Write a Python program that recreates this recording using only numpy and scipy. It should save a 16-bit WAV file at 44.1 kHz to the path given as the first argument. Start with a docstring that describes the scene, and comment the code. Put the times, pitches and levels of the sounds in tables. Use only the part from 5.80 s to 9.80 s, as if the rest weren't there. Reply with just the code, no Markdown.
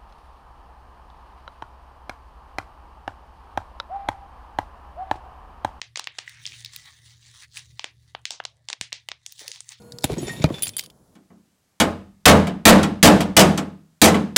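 """Wringing plastic wrap

Gloved hands wring a wad of plastic wrap close to the microphone in a small, quiet room.
Pockets and creases snap with sharp pops that bounce off nearby surfaces and then the room.
Between pops the film slides over itself in tiny crackles and the gloves rub against it.
One bursting pocket puffs out air. An appliance hums low underneath."""
import sys
import numpy as np
from scipy import signal
from scipy.fft import rfft, irfft
from scipy.io import wavfile
from scipy.ndimage import uniform_filter1d

SR = 44100
rng = np.random.default_rng(int(sys.argv[2]) if len(sys.argv) > 2 else 0)


def master(y):
    """Save y as 16-bit WAV."""
    cut = np.clip(np.atleast_2d(y).T, -1, 1)
    pcm = np.round(cut * 32767)  # scale
    wavfile.write(sys.argv[1], SR, pcm.astype(np.int16))


N = 176400
T = np.arange(N) / SR
TOP_HZ = 16500


def undb(db):
    """Turn decibels into a volume multiplier."""
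    return 10 ** (np.asarray(db) / 20)


def unit(x):
    """Scale to an average strength (rms) of 1."""
    return x / np.sqrt(np.mean(x ** 2))


def peak(x):
    """Scale to a peak of 1."""
    return x / abs(x).max()


def burst(envelope):
    """Noise that follows a loudness shape, with total energy 1."""
    x = rng.standard_normal(len(envelope)) * envelope
    return x / np.sqrt(np.sum(x ** 2))


def conv(x, response):
    """Pass a sound through an echo or filter, keeping its length."""
    return signal.fftconvolve(x, response)[:len(x)]


def colour(x, points, size=4096):
    """Turn pitches up or down along a curve of (Hz, dB) points."""
    hz, db = np.array(points).T
    freqs = np.maximum(np.fft.rfftfreq(size, 1 / SR), 1)
    gains = undb(np.interp(np.log(freqs), np.log(hz), db))
    cepstrum = irfft(np.log(gains))
    cepstrum[1:size // 2] *= 2  # folded so the filter never rings before the sound
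    cepstrum[size // 2 + 1:] = 0
    return conv(x, irfft(np.exp(rfft(cepstrum))))


def ring(x, hz, damping):
    """Ring at one pitch; more damping stops it sooner."""
    angle = 2 * np.pi * hz / SR
    width = np.sin(angle) * damping / 2
    return signal.lfilter([width, 0, -width], [1 + width, -2 * np.cos(angle), 1 - width], x + 1e-18)


def lowpass(x, hz, order=4):
    """Smoothly cut the treble."""
    return signal.sosfilt(signal.butter(order, min(hz, TOP_HZ), fs=SR, output="sos"), x + 1e-18)


def wander(per_second):
    """A smooth random drift of typical size 1."""
    hold = int(SR / per_second)
    steps = np.repeat(rng.standard_normal(N // hold + 1), hold)
    return unit(uniform_filter1d(uniform_filter1d(steps, hold), hold)[:N])


def add(out, x, start_s):
    """Mix a sound in at a given time."""
    start = max(int(start_s * SR), 0)
    out[start:start + len(x)] += x[:N - start]


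# The appliance's tones, before the volume changes below (pitch [Hz], level [dB])
HUM_TONES = [(73.4, -68), (117.6, -58), (146, -69.5)]
# Tone of the room's air (pitch [Hz], boost [dB])
AIR_TONE = [(25, -7), (50, -8.5), (80, 11), (130, 6.5), (200, -10), (400, -12.5), (1000, -30),
            (5000, -45), (11000, -22), (16000, -42)]
# A noise suppressor's preset volume for hum and air; -53.5 means no change (time [s], level [dB])
SUPPRESSOR_VOLUME = [(0.0, -65), (0.12, -55.5), (0.17, -66.5), (0.68, -54), (1.74, -57.5), (1.94, -51),
                     (2.02, -65), (2.14, -54.5), (2.44, -58), (2.46, -70), (2.86, -61), (2.95, -85),
                     (3.01, -62), (3.13, -64.5), (3.98, -66), (4.0, -60)]
def hum_and_air(waver=0.36):
    """A noise suppressor turns the wavering hum and faint room air up and down together."""
    hum = np.zeros(N)
    for hz, db in HUM_TONES:
        strength = np.sqrt(2) * undb(db) * (1 + waver * wander(11))
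        hum += strength * np.sin(2 * np.pi * hz * T + waver * wander(17))
    air = undb(-62) * unit(colour(rng.standard_normal(N), AIR_TONE))
    suppressor_db = np.interp(T, *np.array(SUPPRESSOR_VOLUME).T) + 53.5
    return (hum + air) * undb(suppressor_db)


# Tone of the room's echo (pitch [Hz], boost [dB])
ECHO_TONE = [(100, 6.5), (400, 5.5), (900, 1), (2000, 4.5), (4500, 2.5), (8000, 1.5), (15000, 4)]
def room_echo(gap_s=0.009, low_fade_s=0.052, high_fade_s=0.031):
    """A small room's blurred echo, cut short as if by a noise suppressor; the treble dies first."""
    t = T[:SR // 2]
    low = burst((t > gap_s) * np.exp(-(t / low_fade_s) ** 1.5))
    high = burst((t > gap_s) * np.exp(-(t / high_fade_s) ** 1.5))
    return colour(lowpass(low, 5800, order=1) + high - lowpass(high, 5000, order=1), ECHO_TONE)


# How the microphone hears pops, ticks and crackles (pitch [Hz], boost [dB])
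MIC_TONE = [(60, -42.5), (250, -9), (600, -8), (1000, -3.5), (1350, -1.5), (2000, 5), (6500, 2.5),
            (8300, 0.5), (9500, 0), (11200, -11), (13300, -23), (15200, -3.5), (16500, -19)]
# One row per pop; the last four levels are relative to that pop (time [s], level [dB], pitch [Hz],
# damping [ratio], treble limit [Hz], cupped air [dB], bright tick [dB], crumple [dB], room echo [dB])
POPS = [(0.0169, -11.5, 2870, 2.7, 6500, -16, -30, -18, -13.5),
        (0.1586, -11.5, 3080, 2.5, 6360, -33, -36, -3, -8),
        (0.1736, -16, 4850, 1.4, 9900, -10, -21, 3.5, -12.5),
        (0.1954, -14.5, 3940, 0.85, 9300, -5, -9, 1.5, -12.5),
        (0.2423, -21, 5440, 1, 9400, -31, -20, -5, -13.5),
        (0.2725, -11.5, 2130, 1.54, 4600, -9.5, -10, -27, -15.5),
        (0.3859, -18, 3460, 2.1, 8900, -4.5, -29, -1, -13.5),
        (0.3886, -12.5, 2400, 1.7, 7800, -17.5, -19, -36, -12.5),
        (0.4775, -24.5, 1940, 0.13, 3500, -31, -22, -22, -17),
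        (0.495, -28.5, 4300, 0.53, 9200, -35, 7, -26, -19),
        (0.655, -20, 3190, 0.16, 10100, -30, -14, -7, -9.5),
        (0.6651, -15.5, 5200, 0.29, 9150, -38, -28, -1.5, -10),
        (0.6751, -23.5, 4320, 0.69, 9100, -41, -18, 1.5, -3.5),
        (0.7211, -26, 2880, 0.41, 8000, -33, -18, -18, -2),
        (0.848, -17.5, 4430, 0.35, 10300, -49, 0, -3.5, -10.5),
        (0.8608, -21.5, 4160, 0.32, 9600, -19.5, -14, -5, -23),
        (0.9625, -19, 5940, 1.2, 15100, -26, 11, -4, -32),
        (1.7716, -27, 2900, 0.54, 11300, -22.5, -3, 6.5, -2),
        (1.7935, -32, 5900, 0.2, 10000, -37, -15, 4, -15),
        (1.9950, -13, 3000, 1.8, 6020, -12, -29, -28, -13.5),
        (2.0433, -14, 1940, 1.9, 7460, -11, -20, -1, -12),
        (2.3501, -18.5, 2750, 0.53, 4580, 5.5, -19, 0, -17.5),
        (2.4545, -9.5, 3740, 1.25, 8070, -28, -15, -3.5, -11),
        (2.5070, -11.5, 5400, 0.84, 7820, -11.5, -14, -2, -5.5),
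        (2.6019, -20, 2940, 0.19, 3500, 12, -11, 2.5, -17),
        (2.6392, -33, 5030, .7, 10000, -25, -3, -4, -20),
        (2.6524, -11.5, 3990, 0.84, 7500, -9, -32.5, -3, -18),
        (2.8873, -12.5, 4300, 1.6, 7760, -15.5, -30, -20, -11.5),
        (2.9015, -16, 2200, 2.2, 9000, -9, -36, 0.5, -11),
        (2.9298, -8.5, 3440, 1.5, 6940, -15.5, -19, -28, -28),
        (2.9349, -25, 3950, 0.52, 7750, -2.5, -18, -6, -22),
        (3.0122, -6.5, 3520, 2.46, 9400, -24, -14, -12.5, -12),
        (3.1226, -21, 1760, .7, 3760, -17.5, -17, -10, -12.5),
        (3.1286, -8.5, 4000, 1, 7400, -15.5, -14, -12, -11),
        (3.2878, -14.5, 2600, 0.96, 7900, -8, -3, -8.5, -15),
        (3.3169, -14, 2500, 2.7, 5560, -9, -35, -32, -20.5),
        (3.4634, -16.5, 7000, 0.4, 13200, -25, -8, 0.5, -13.5),
        (3.5232, -28, 6300, 0.33, 15100, -29, 9, -2, -28),
        (3.5937, -21.5, 5200, 0.97, 10700, -25, -10, -21, -14),
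        (3.68, -14, 5240, 0.5, 11300, -24.5, -1, 0, -11.5),
        (3.7168, -15.5, 4770, 0.54, 8900, -30, -18, -7, -8),
        (3.7598, -25.5, 3970, 0.71, 11200, -17, -14, -13, -6),
        (3.8059, -18, 8100, 0.63, 13600, -23, -29, -4.5, -16),
        (3.891, -22.5, 6950, 0.33, 10800, -33, -16, -2.5, -22),
        (3.9202, -27, 3860, 0.71, 8900, -23, -17, -16, -2.5)]
def pops(bounce_s=0.0010687, scatter_fade_s=0.0018, crumple_fade_s=0.0013):
    """Each snap kicks the film and the air cupped in the hands, then echoes near and far."""
    out, t = np.zeros(N), T[:SR // 2]
    kick = 1. * (t == 0)
    since_bounce = t - bounce_s
    tick = colour(peak(ring(kick, hz=13500, damping=0.23)), MIC_TONE)
    cupped_air = peak(lowpass(ring(kick, hz=856, damping=0.8), 1680, order=2))
    for start_s, db, hz, damping, top_hz, cupped_db, tick_db, crumple_db, room_db in POPS:
        film = peak(lowpass(ring(kick, hz, damping), top_hz))
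        snap = colour(film + undb(cupped_db) * cupped_air, MIC_TONE)
        snap = snap - lowpass(snap, 223, order=1)  # small pockets give off little bass
        # The partly blocked straight path arrives just before the main bounce.
        paths = undb(-21.5) * kick + np.roll(kick, int(bounce_s * SR))
        # Sound scatters off hands, box and table, and tiny folds crumple with the pop.
        scatter = burst((since_bounce > 0.0004) * np.exp(-abs(since_bounce) / scatter_fade_s))
        crumple = burst(np.exp(-abs(since_bounce) / crumple_fade_s))
        near = conv(snap + undb(tick_db) * tick, paths + undb(-6.5) * scatter + undb(crumple_db) * crumple)
        far = undb(room_db) * conv(snap, room_echo())
        add(out, (near + far) * undb(db) / abs(snap).max(), start_s - bounce_s)
    return out


def settling_creases(ticks_per_s=22):
    """Creases keep settling with lone, faint ticks."""
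    kicks = (rng.random(N) < ticks_per_s / SR) * undb(-53 + 4 * rng.standard_normal(N))
    tick = peak(ring(1. * (T[:SR // 100] == 0), hz=8000, damping=0.72))
    return colour(conv(kicks, tick), MIC_TONE)


def moving_folds(x, bands=22, swing_db=2, shifts_per_s=24):
    """As the folds move, each narrow range of pitches swells and sinks on its own."""
    log_hz = np.log(np.fft.rfftfreq(N, 1 / SR) + 1)
    place = np.interp(log_hz, np.log([600, TOP_HZ]), [0, bands - 1])
    out, spectrum = np.zeros(N), rfft(x)
    for k in range(bands):
        band = irfft(spectrum * np.maximum(1 - abs(place - k), 0), N)
        out += band * undb(swing_db * wander(shifts_per_s))
    return out


# A long twist, then a short squeeze, before trims (time [s], middle level [dB], treble level [dB])
TWIST = [(0.34, -52.5, -61.5), (0.45, -55.5, -59), (0.52, -56, -50.5), (0.6, -58, -58.5),
         (0.64, -56.5, -47.5), (0.72, -51.5, -49.5), (0.79, -56.5, -49), (0.83, -58.0, -55),
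         (0.89, -53, -57), (0.93, -54, -46.5), (1.03, -55, -50), (1.088, -42.5, -50.5), (1.12, -56, -54),
         (1.21, -63.5, -61), (1.26, -60, -53.5), (1.35, -55, -52.5), (1.39, -67, -59.5), (1.5, -58, -52.5),
         (1.58, -54, -51.5), (1.637, -56, -47), (1.658, -75, -57), (1.71, -78, -64), (1.739, -63, -51),
         (1.773, -41, -35.5), (1.81, -46.5, -47.5), (1.85, -64, -58.9), (1.94, -93, -60.5),
         (1.969, -60, -58), (2.14, -94, -77), (2.3, -66.5, -64), (2.43, -101, -91)]
SQUEEZE = [(3.42, -78, -77), (3.51, -62, -54.2), (3.545, -73, -54.5), (3.598, -49, -38.5),
           (3.65, -46.5, -51), (3.7, -54, -45), (3.76, -47.2, -45.5), (3.795, -60.5, -58),
           (3.861, -72, -59.5), (3.92, -49, -46.2), (3.96, -58.7, -66), (3.99, -67, -54)]
# Tone of the middle and the treble crackles (pitch [Hz], boost [dB])
MIDDLE_TONE = [(150, -15), (400, -12), (900, 2), (1400, -3.5), (2000, 0), (2800, -12.5), (3800, 0),
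               (8000, -50)]
TREBLE_TONE = [(1500, -26), (2600, -7), (3400, -1), (6000, 0), (8000, -2), (10000, -1), (12500, -4),
               (15500, -2)]
def sliding_film(clicks_per_s=2200, spread_db=4.2, click_fade_s=0.00014, flutter_db=1.76):
    """Film sticks and slips on itself in thousands of tiny clicks, a few much stronger than the rest."""
    out = np.zeros(N)
    slips = rng.random(N) < clicks_per_s / SR
    sizes = slips * undb(spread_db * np.minimum(rng.exponential(size=N), 4))
    envelope = np.sqrt(abs(conv(sizes ** 2, np.exp(-T[:SR // 50] / click_fade_s))))
    flutter = undb(flutter_db * wander(44.94))
    for column, tone, trim_db in ((1, MIDDLE_TONE, -5), (2, TREBLE_TONE, -3)):
        clicks = colour(envelope * rng.standard_normal(N), tone)
        clicks = colour(clicks, MIC_TONE)
        clicks = unit(clicks + undb(-6.5) * conv(clicks, room_echo()))
        effort = undb(-76)  # a faint crackle stays between moves
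        for move in (np.array(TWIST), np.array(SQUEEZE)):
            times = move[:, 0]
            moving = uniform_filter1d(1. * ((T > times[0]) & (T <= times[-1])), size=800)
            effort = effort + moving * undb(np.interp(T, times, move[:, column]) + trim_db)
        out += clicks * effort * flutter
    return moving_folds(out)


# One row per rub (loudest moment [s], pitch [Hz], time spread to each side [s], level [dB])
RUBS = [(0.551, 2050, 0.059, -53), (0.719, 318, .02, -66), (1.076, 1210, 0.021, -65),
        (1.638, 2050, 0.012, -48), (1.764, 927, 0.011, -65.5), (2.757, 622, 0.063, -71.5),
        (3.619, 455, 0.0056, -50.5), (3.65, 565, 0.0094, -57), (3.655, 796, 0.024, -80),
        (3.696, 477, 0.013, -59), (3.772, 905, 0.0047, -61)]
def glove_rubs():
    """Rubber gloves drag on the film in short, dull rubs."""
    out = np.zeros(N)
    for middle_s, hz, spread_s, db in RUBS:
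        friction = ring(rng.standard_normal(N), hz, damping=0.51)
        friction = unit(ring(friction, hz, damping=0.62))
        out += friction * undb(db) * np.exp(-((T - middle_s) / spread_s) ** 2 / 2)
    return out


def air_puff(start_s=3.0125, hz=152, fade_s=0.0017):
    """Air from a burst pocket thumps the microphone."""
    t = np.maximum(T - start_s, 0)
    puff = undb(-25) * np.sin(2 * np.pi * hz * t) * np.exp(-t / fade_s)
    return puff - lowpass(puff, 104, order=1)


def scene():
    """All the sounds meet at one microphone."""
    wringing = pops() + settling_creases() + sliding_film() + glove_rubs() + air_puff()
    return (wringing + hum_and_air())[None]


def record(dry, quiet_db=-80, duck_db=-5):
    """A noise suppressor turns down weak pitches, shortening echoes; then the top treble is cut."""
    bands = signal.stft(dry, nperseg=512)[2]
    power = uniform_filter1d(abs(bands) ** 2, size=3, axis=-1)  # smooth over time
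    power = uniform_filter1d(power, size=3, axis=-2)  # and over pitch
    opening = power ** 2 / (power ** 2 + undb(quiet_db) ** 4)  # 0 when weak, 1 when strong
    cleaned = signal.istft(bands * undb(duck_db * (1 - opening)))[1][:, :N]
    return signal.sosfilt(signal.ellip(8, .2, 70, TOP_HZ, fs=SR, output="sos"), cleaned)


dry = scene()
out = record(dry)
master(out)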